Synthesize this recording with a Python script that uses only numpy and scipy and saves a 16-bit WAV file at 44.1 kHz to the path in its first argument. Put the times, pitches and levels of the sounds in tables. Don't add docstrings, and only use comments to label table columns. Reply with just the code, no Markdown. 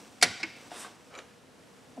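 import sys
import numpy as np
from scipy import signal
from scipy.fft import rfft, irfft, next_fast_len
from scipy.io import wavfile
from scipy.ndimage import map_coordinates

SR = 44100
rng = np.random.default_rng(int(sys.argv[2]) if len(sys.argv) > 2 else 0)


def digitize_waveform(pressure):
    field = np.atleast_2d(pressure).T
    bounded = np.clip(field, -1, 1)
    quanta = np.round(bounded * 32767).astype(np.int16)
    wavfile.write(sys.argv[1], SR, quanta)


def boost(x):
    u = np.asarray(x, float) / 20
    return 10 ** u


N = 88200

# frequency in Hz, level in dB.
TICK_COLOUR = [(100, -33.5), (470, -5), (1200, -5), (3000, -6), (9000, -20), (15000, -48)]


def unit(x):
    return x / np.sqrt(np.mean(x ** 2) + 1e-20)


def along(points, hz):
    f, v = np.transpose(points)
    return np.interp(np.log(hz + 1), np.log(f + 1), v)


def envelope(rows):
    s, db = np.transpose(rows)
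    return boost(np.interp(np.arange(N) / SR, s, db, -120, -120))


def wobble(rate):
    knots = rng.standard_normal(int(N * rate / SR) + 4)
    return map_coordinates(knots, [np.arange(N) * rate / SR])


def filtered(x, response):
    m = next_fast_len(x.shape[-1] + 8192)
    spectrum = rfft(x, m) * response(np.fft.rfftfreq(m, 1 / SR))
    return irfft(spectrum, m)[..., :x.shape[-1]]


def resonance(hz, centre, width):
    return 1 / (1 + ((hz - centre) / width * 2) ** 2)


def pair(alike, size):
    def mid_and_side(hz):
        turn = np.arccos(np.clip(along(alike, hz), -1, 1)) / 2
        return np.array([np.cos(turn), np.sin(turn)])

    mid, side = filtered(rng.standard_normal((2, size)), mid_and_side)
    return np.array([mid + side, mid - side])


def struck(contacts, modes, colour, dense_db, attack_s, shorter, scatter_db, pivot_hz=2000, count=240):
    # frequency in Hz, t60 in seconds.
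    dense_t60 = [(150, .2), (700, 0.12), (3000, 0.074), (8000, 0.035), (15000, 0.037)]
    detune = 0.003
    out = np.zeros(N + SR)
    t = np.arange(SR // 6)[:, None] / SR
    attack = 1 - np.exp(-t[:, 0] / attack_s)
    hz, db, t60 = np.transpose(modes)
    for s, peak_db, bright in contacts:
        place, phase = rng.uniform(size=(2, count))
        own_level, own_pitch = rng.standard_normal((2, len(hz)))
        crowd = 150 * 100 ** ((np.arange(count) + place) / count)
        crowd_db = along(colour, crowd) + 10 * np.log10(crowd / 3000) + dense_db
        f = np.r_[hz * (1 + detune * own_pitch), crowd]
        start_db = np.r_[db + scatter_db * own_level, crowd_db] + bright * np.log2(f / pivot_hz)
        fall = 60 / np.r_[t60, shorter * along(dense_t60, crowd)]
        decay = np.exp(-np.log(10) / 20 * fall * t)
        ring = decay * np.sin(2 * np.pi * (f * t + np.r_[0 * hz, phase]))
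        out[round(s * SR):][:len(t)] += ring @ boost(start_db + peak_db - 6) * attack
    return out[:N]


def lever():
    # start in seconds, peak in dB, brightness in dB per octave.
    lead_in = [
        (.2136, -22.5, 1),
        (.2195, -29.5, 2),
    ]
    snap = [
        (.2252, -8.5, 2),
        (.2290, -17.5, 4),
        (.2321, -17.5, -0.5),
        (.2445, -31, -2.5),
        (.4005, -38.5, -1.5),
        (.4095, -41, -2.5),
    ]
    rebound = [
        (.4303, -23, 1),
        (.4345, -25.5, -2),
        (.4400, -53.5, -11.5),
    ]
    # Hz, level in dB, t60 in seconds.
    caught = [(455, -12, .06), (712, -2, .06), (755, -5, 0.05), (1430, -5, 0.09), (1676, -8, 0.085),
              (1940, -5, .05), (2062, -9, 0.11), (2175, -7, .04), (2272, -2, 0.035),
              (3675, -6, .045), (4215, -2, .04), (4470, -3, .033), (4655, -2, .045), (5000, -5, .033),
             (5172, -7, .06), (5345, -4, .033), (5610, -8, .06), (5785, -9, .05), (6150, -10, .04),
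             (7876, -16, .045), (8796, -17, .06), (10500, -16, .045)]
    loose = [(2156, -1.5, 0.0306), (4740, -4.5, 0.026), (5140, -3, 0.027), (6900, -12, .02),
             (7360, -8, 0.034)]
    free = [(2175, 1, 0.055), (2350, 1, 0.03), (2541, 1, 0.04), (2720, -4, .03), (4280, -5, .03),
            (4450, -6, .03), (4900, -6, .03), (5152, -4, 0.04), (7230, -12, .022), (1500, -15, 0.1),
            (325, -16, 0.13), (450, -18, .06)]
    # frequency in Hz, level in dB.
    snap_colour = [(200, -16), (480, -15.5), (1050, -22), (2150, -8.5), (3000, -16.5), (4700, -14.5),
                   (10000, -19.5), (15500, -52)]
    rebound_colour = [(150, -24), (400, -17), (1270, -14.5), (2500, -1), (3300, -15), (5000, -14),
                      (7800, -19), (15000, -50)]
    return (struck(snap, caught, snap_colour, dense_db=-5, attack_s=0.00068, shorter=1.36, scatter_db=1)
            + struck(lead_in, loose, snap_colour, dense_db=-8, attack_s=0.0012, shorter=0.86,
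                     scatter_db=2.5, count=160)
            + struck(rebound, free, rebound_colour, dense_db=-8.5, attack_s=0.001, shorter=1,
                     scatter_db=3, count=160))


def casting_knocks():
    # start in seconds, peak in dB, brightness in dB per octave.
    nudges = [
        (.7166, -32, 0),
        (.7262, -42, 0),
    ]
    stops = [
        (.846, -41, -4),
        (.853, -53, -1),
        (.860, -40, -3),
        (.869, -47, -3),
        (.878, -54, -6),
    ]
    # Hz, level in dB, t60 in seconds.
    casting = [(306, -4, 0.05), (715, 1, 0.074), (790, -2, 0.034), (910, -6.5, .035), (1620, -7, 0.033)]
    ways = [(740, 0, 0.035), (950, 0, .03), (1120, 2, 0.03), (1220, 1, 0.03), (1550, -4, .04)]
    return (struck(nudges, casting, TICK_COLOUR, dense_db=-12, attack_s=.0004, shorter=.4,
                   scatter_db=1, pivot_hz=700, count=60)
            + struck(stops, ways, TICK_COLOUR, dense_db=-7, attack_s=0.0018, shorter=0.74,
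                     scatter_db=7.5, pivot_hz=1200, count=60))


def rubbing(pressure, colour, rings, grit_db, uneven_db):
    grains = rng.standard_normal(N) * boost(grit_db * wobble(1000) + uneven_db * wobble(44.9))

    def response(f):
        peaks = 1 + sum(boost(db) * resonance(f, c, w) for c, w, db in rings)
        return boost(along(colour, f)) * peaks

    return unit(filtered(grains, response)) * envelope(pressure)


def slide():
    # time in seconds, level in dB.
    push = [(0.708, -55), (.722, -51.5), (0.769, -48.5), (.805, -46), (.845, -48.5), (.875, -53),
            (.89, -59), (0.949, -86)]
    # frequency in Hz, level in dB.
    body_colour = [(120, -23), (200, -3.5), (900, -3), (1500, -4.5), (2600, -6.5), (5000, -12), (8000, -28),
                   (15500, -66)]
    hiss_colour = [(2000, -36.5), (5000, -12.5), (8500, -3.5), (11500, -11.5), (15500, -32.5)]
    # centre in Hz, width in Hz, level in dB.
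    slide_rings = [(1120, 300, -8.5), (3650, 190, 1), (5700, 500, 1), (8360, 3000, -4)]

    def follow(grows, full_db=-48):
        return [(s, full_db + grows * (db - full_db)) for s, db in push]

    body = rubbing(follow(0.66), body_colour, slide_rings, grit_db=0.5, uneven_db=1.5)
    hiss = rubbing(follow(2.4), hiss_colour, slide_rings, grit_db=0.5, uneven_db=0.5)
    return boost(0.5) * body + boost(-2.5) * hiss


def reamer():
    # start in seconds, peak in dB, brightness in dB per octave.
    ticks = [
        (1.1395, -43, -2),
        (1.1512, -40, 2.5),
        (1.1585, -43, 0),
        (1.1660, -48, -5),
        (1.1770, -48, -5),
        (1.1845, -45, 0),
        (1.1875, -38, 2),
        (1.1893, -36, -1),
        (1.1925, -43, -5),
        (1.2020, -47, -1),
    ]
    chirps = [
        (1.162, -62, 0),
        (1.1755, -43, 0),
        (1.180, -49, -3),
    ]
    # Hz, level in dB, t60 in seconds.
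    plate = [(496, -6, 0.04), (1270, 0, 0.04), (2320, 1, .035), (2960, -4, 0.03), (3950, -9, .025),
             (6890, -9, .02)]
    flute = [(6050, 1, .06), (7040, 3, 0.037)]
    # time in seconds, level in dB.
    grate = [(1.085, -68), (1.12, -56.5), (1.14, -49), (1.17, -49), (1.2, -47), (1.225, -58), (1.27, -80)]
    # frequency in Hz, level in dB.
    grate_colour = [(100, -35), (250, 0.5), (500, 0), (1200, -1), (2300, -6), (4000, -13), (6800, -15),
                    (15000, -43)]
    grate_rings = [(502, 230, 2.97), (1260, 294, 0)]  # Hz, width Hz, dB
    return (struck(ticks, plate, TICK_COLOUR, dense_db=-3.5, attack_s=0.00031, shorter=0.32,
                   scatter_db=2.5, count=120)
            + struck(chirps, flute, TICK_COLOUR, dense_db=-20, attack_s=.001, shorter=.4,
                     scatter_db=0, pivot_hz=6000, count=30)
            + rubbing(grate, grate_colour, grate_rings, grit_db=-0.5, uneven_db=1.5))


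def bed_thumps():
    # start in seconds, peak in dB, brightness in dB per octave.
    shudder = [
        (.262, -39, -8),
        (.290, -44, -12),
    ]
    thumps = [
        (.012, -48, 5),
        (.045, -45, 4),
        (1.480, -50, 1),
        (1.884, -44, -0.5),
        (1.968, -42, 6.5),
        (1.9758, -35.5, 9),
        (1.979, -32.5, 4.5),
        (1.9832, -34, -1),
    ]
    # frequency in Hz, level in dB, t60 in seconds.
    bed_modes = [(99, -9.5, 0.1205), (187.5, -10, 0.22), (244, 3.5, 0.14), (463, -9.5, 0.1),
                 (716, -1, 0.029)]
    # frequency in Hz, level in dB.
    palm_colour = [(100, -10), (500, 0), (1000, -8), (2000, -50), (15000, -90)]
    return struck(shudder + thumps, bed_modes, palm_colour, dense_db=-12, attack_s=0.0042, shorter=0.36,
                  scatter_db=4.5, pivot_hz=252, count=30)


def sleeve():
    # time in seconds, level in dB.
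    rustle = [(0, -50.5), (.08, -55), (.2, -59), (.5, -57), (.65, -53), (.93, -55), (1, -61), (1.07, -60),
              (1.55, -73.5), (1.64, -64.5), (1.75, -66), (2, -61.5)]
    # frequency in Hz, level in dB.
    rustle_colour = [(88, -33.5), (150, -15.5), (268, -11), (966, -13), (1040, -15.5), (1760, -22),
                     (2230, -20), (8010, -29.5), (15500, -40.5)]
    rustle_rings = [(243.3, 61, 6.8), (5800, 870, 2.76), (7970, 1200, 3)]  # Hz, width Hz, dB
    return rubbing(rustle, rustle_colour, rustle_rings, grit_db=2.5, uneven_db=1)


def bench(x):
    # frequency in Hz, level in dB.
    bench_colour = [(200, -24.5), (1000, -36.5), (2500, -16), (6000, -19), (14000, -16)]
    t = np.arange(SR // 20) / SR
    echo = rng.standard_normal(len(t)) * boost(-60 * t / 0.011)
    reflected = signal.fftconvolve(x, echo / np.linalg.norm(echo))[:N]
    side = filtered(reflected, lambda f: boost(along(bench_colour, f)))
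    return np.array([side, -side])


def shop(x):
    # frequency in Hz, t60 in seconds.
    shop_t60 = [(100, 0.25), (500, 0.45), (1400, 0.91), (2200, 1.0), (3300, 0.99), (5000, 1), (9000, 0.41),
                (15000, 0.44)]
    # frequency in Hz, level in dB.
    shop_colour = [(110, 6), (600, -3), (1400, -2), (2100, -4), (3200, -0.5), (4600, -6.5), (7000, -5),
                   (15000, -8)]
    # frequency in Hz, left-right likeness (0 to 1).
    shop_alike = [(100, 1), (700, 1), (3000, 0.95), (12000, 0.92)]
    wall_s, scatter = .012, 1.6
    hz, t, z = signal.stft(pair(shop_alike, SR), SR, nperseg=256)
    tail_db = along(shop_colour, hz)[:, None] - 60 * t / along(shop_t60, hz)[:, None]
    tail = signal.istft(z * boost(tail_db), SR, nperseg=256)[1]
    blurred = x * (1 + scatter * wobble(1200)) / np.hypot(1, scatter)
    delayed = np.pad(blurred, (round(wall_s * SR), 0))
    return signal.fftconvolve(delayed[None], tail / np.linalg.norm(tail[0]), axes=1)[:, :N]


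def air():
    # frequency in Hz, level in dB.
    air_colour = [(25, -46.5), (55, -13.5), (190, -4.5), (500, -10), (900, -13), (6800, -26.5),
                  (10500, -30), (15600, -48)]
    # frequency in Hz, left-right likeness (0 to 1).
    air_alike = [(60, 0.55), (380, 0.42), (2380, 0.7), (15000, 0.87)]
    # centre in Hz, width in Hz, level in dB.
    hum_bands = [(114, 5.5, -76), (263, 20, -70.5), (480.6, 62, -66.5)]
    floor = unit(filtered(pair(air_alike, N), lambda f: boost(along(air_colour, f))))
    out = floor * boost(-57.5 + .8 * wobble(4.23))
    for c, w, db in hum_bands:
        band = filtered(rng.standard_normal(N), lambda f: resonance(f, c, w))
        out = out + boost(db) * unit(band)
    return out


def scene():
    snap = lever()
    small = casting_knocks() + slide() + reamer() + bed_thumps() + sleeve()
    near = snap * boost([[.2], [-.2]]) + small * boost([[.25], [-.25]])
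    heard = near + bench(snap + small) + boost(-17) * (shop(snap) + shop(small))
    low_hz = 62
    return filtered(heard, lambda f: (1j * f / (low_hz + 1j * f)) ** 3) + air()


def low_pass(x):
    return signal.sosfilt(signal.butter(12, 15780, fs=SR, output="sos"), x)


def record(dry):
    limited = filtered(dry, lambda hz: hz < 15740)
    return low_pass(limited)


dry = scene()
out = record(dry)
digitize_waveform(out)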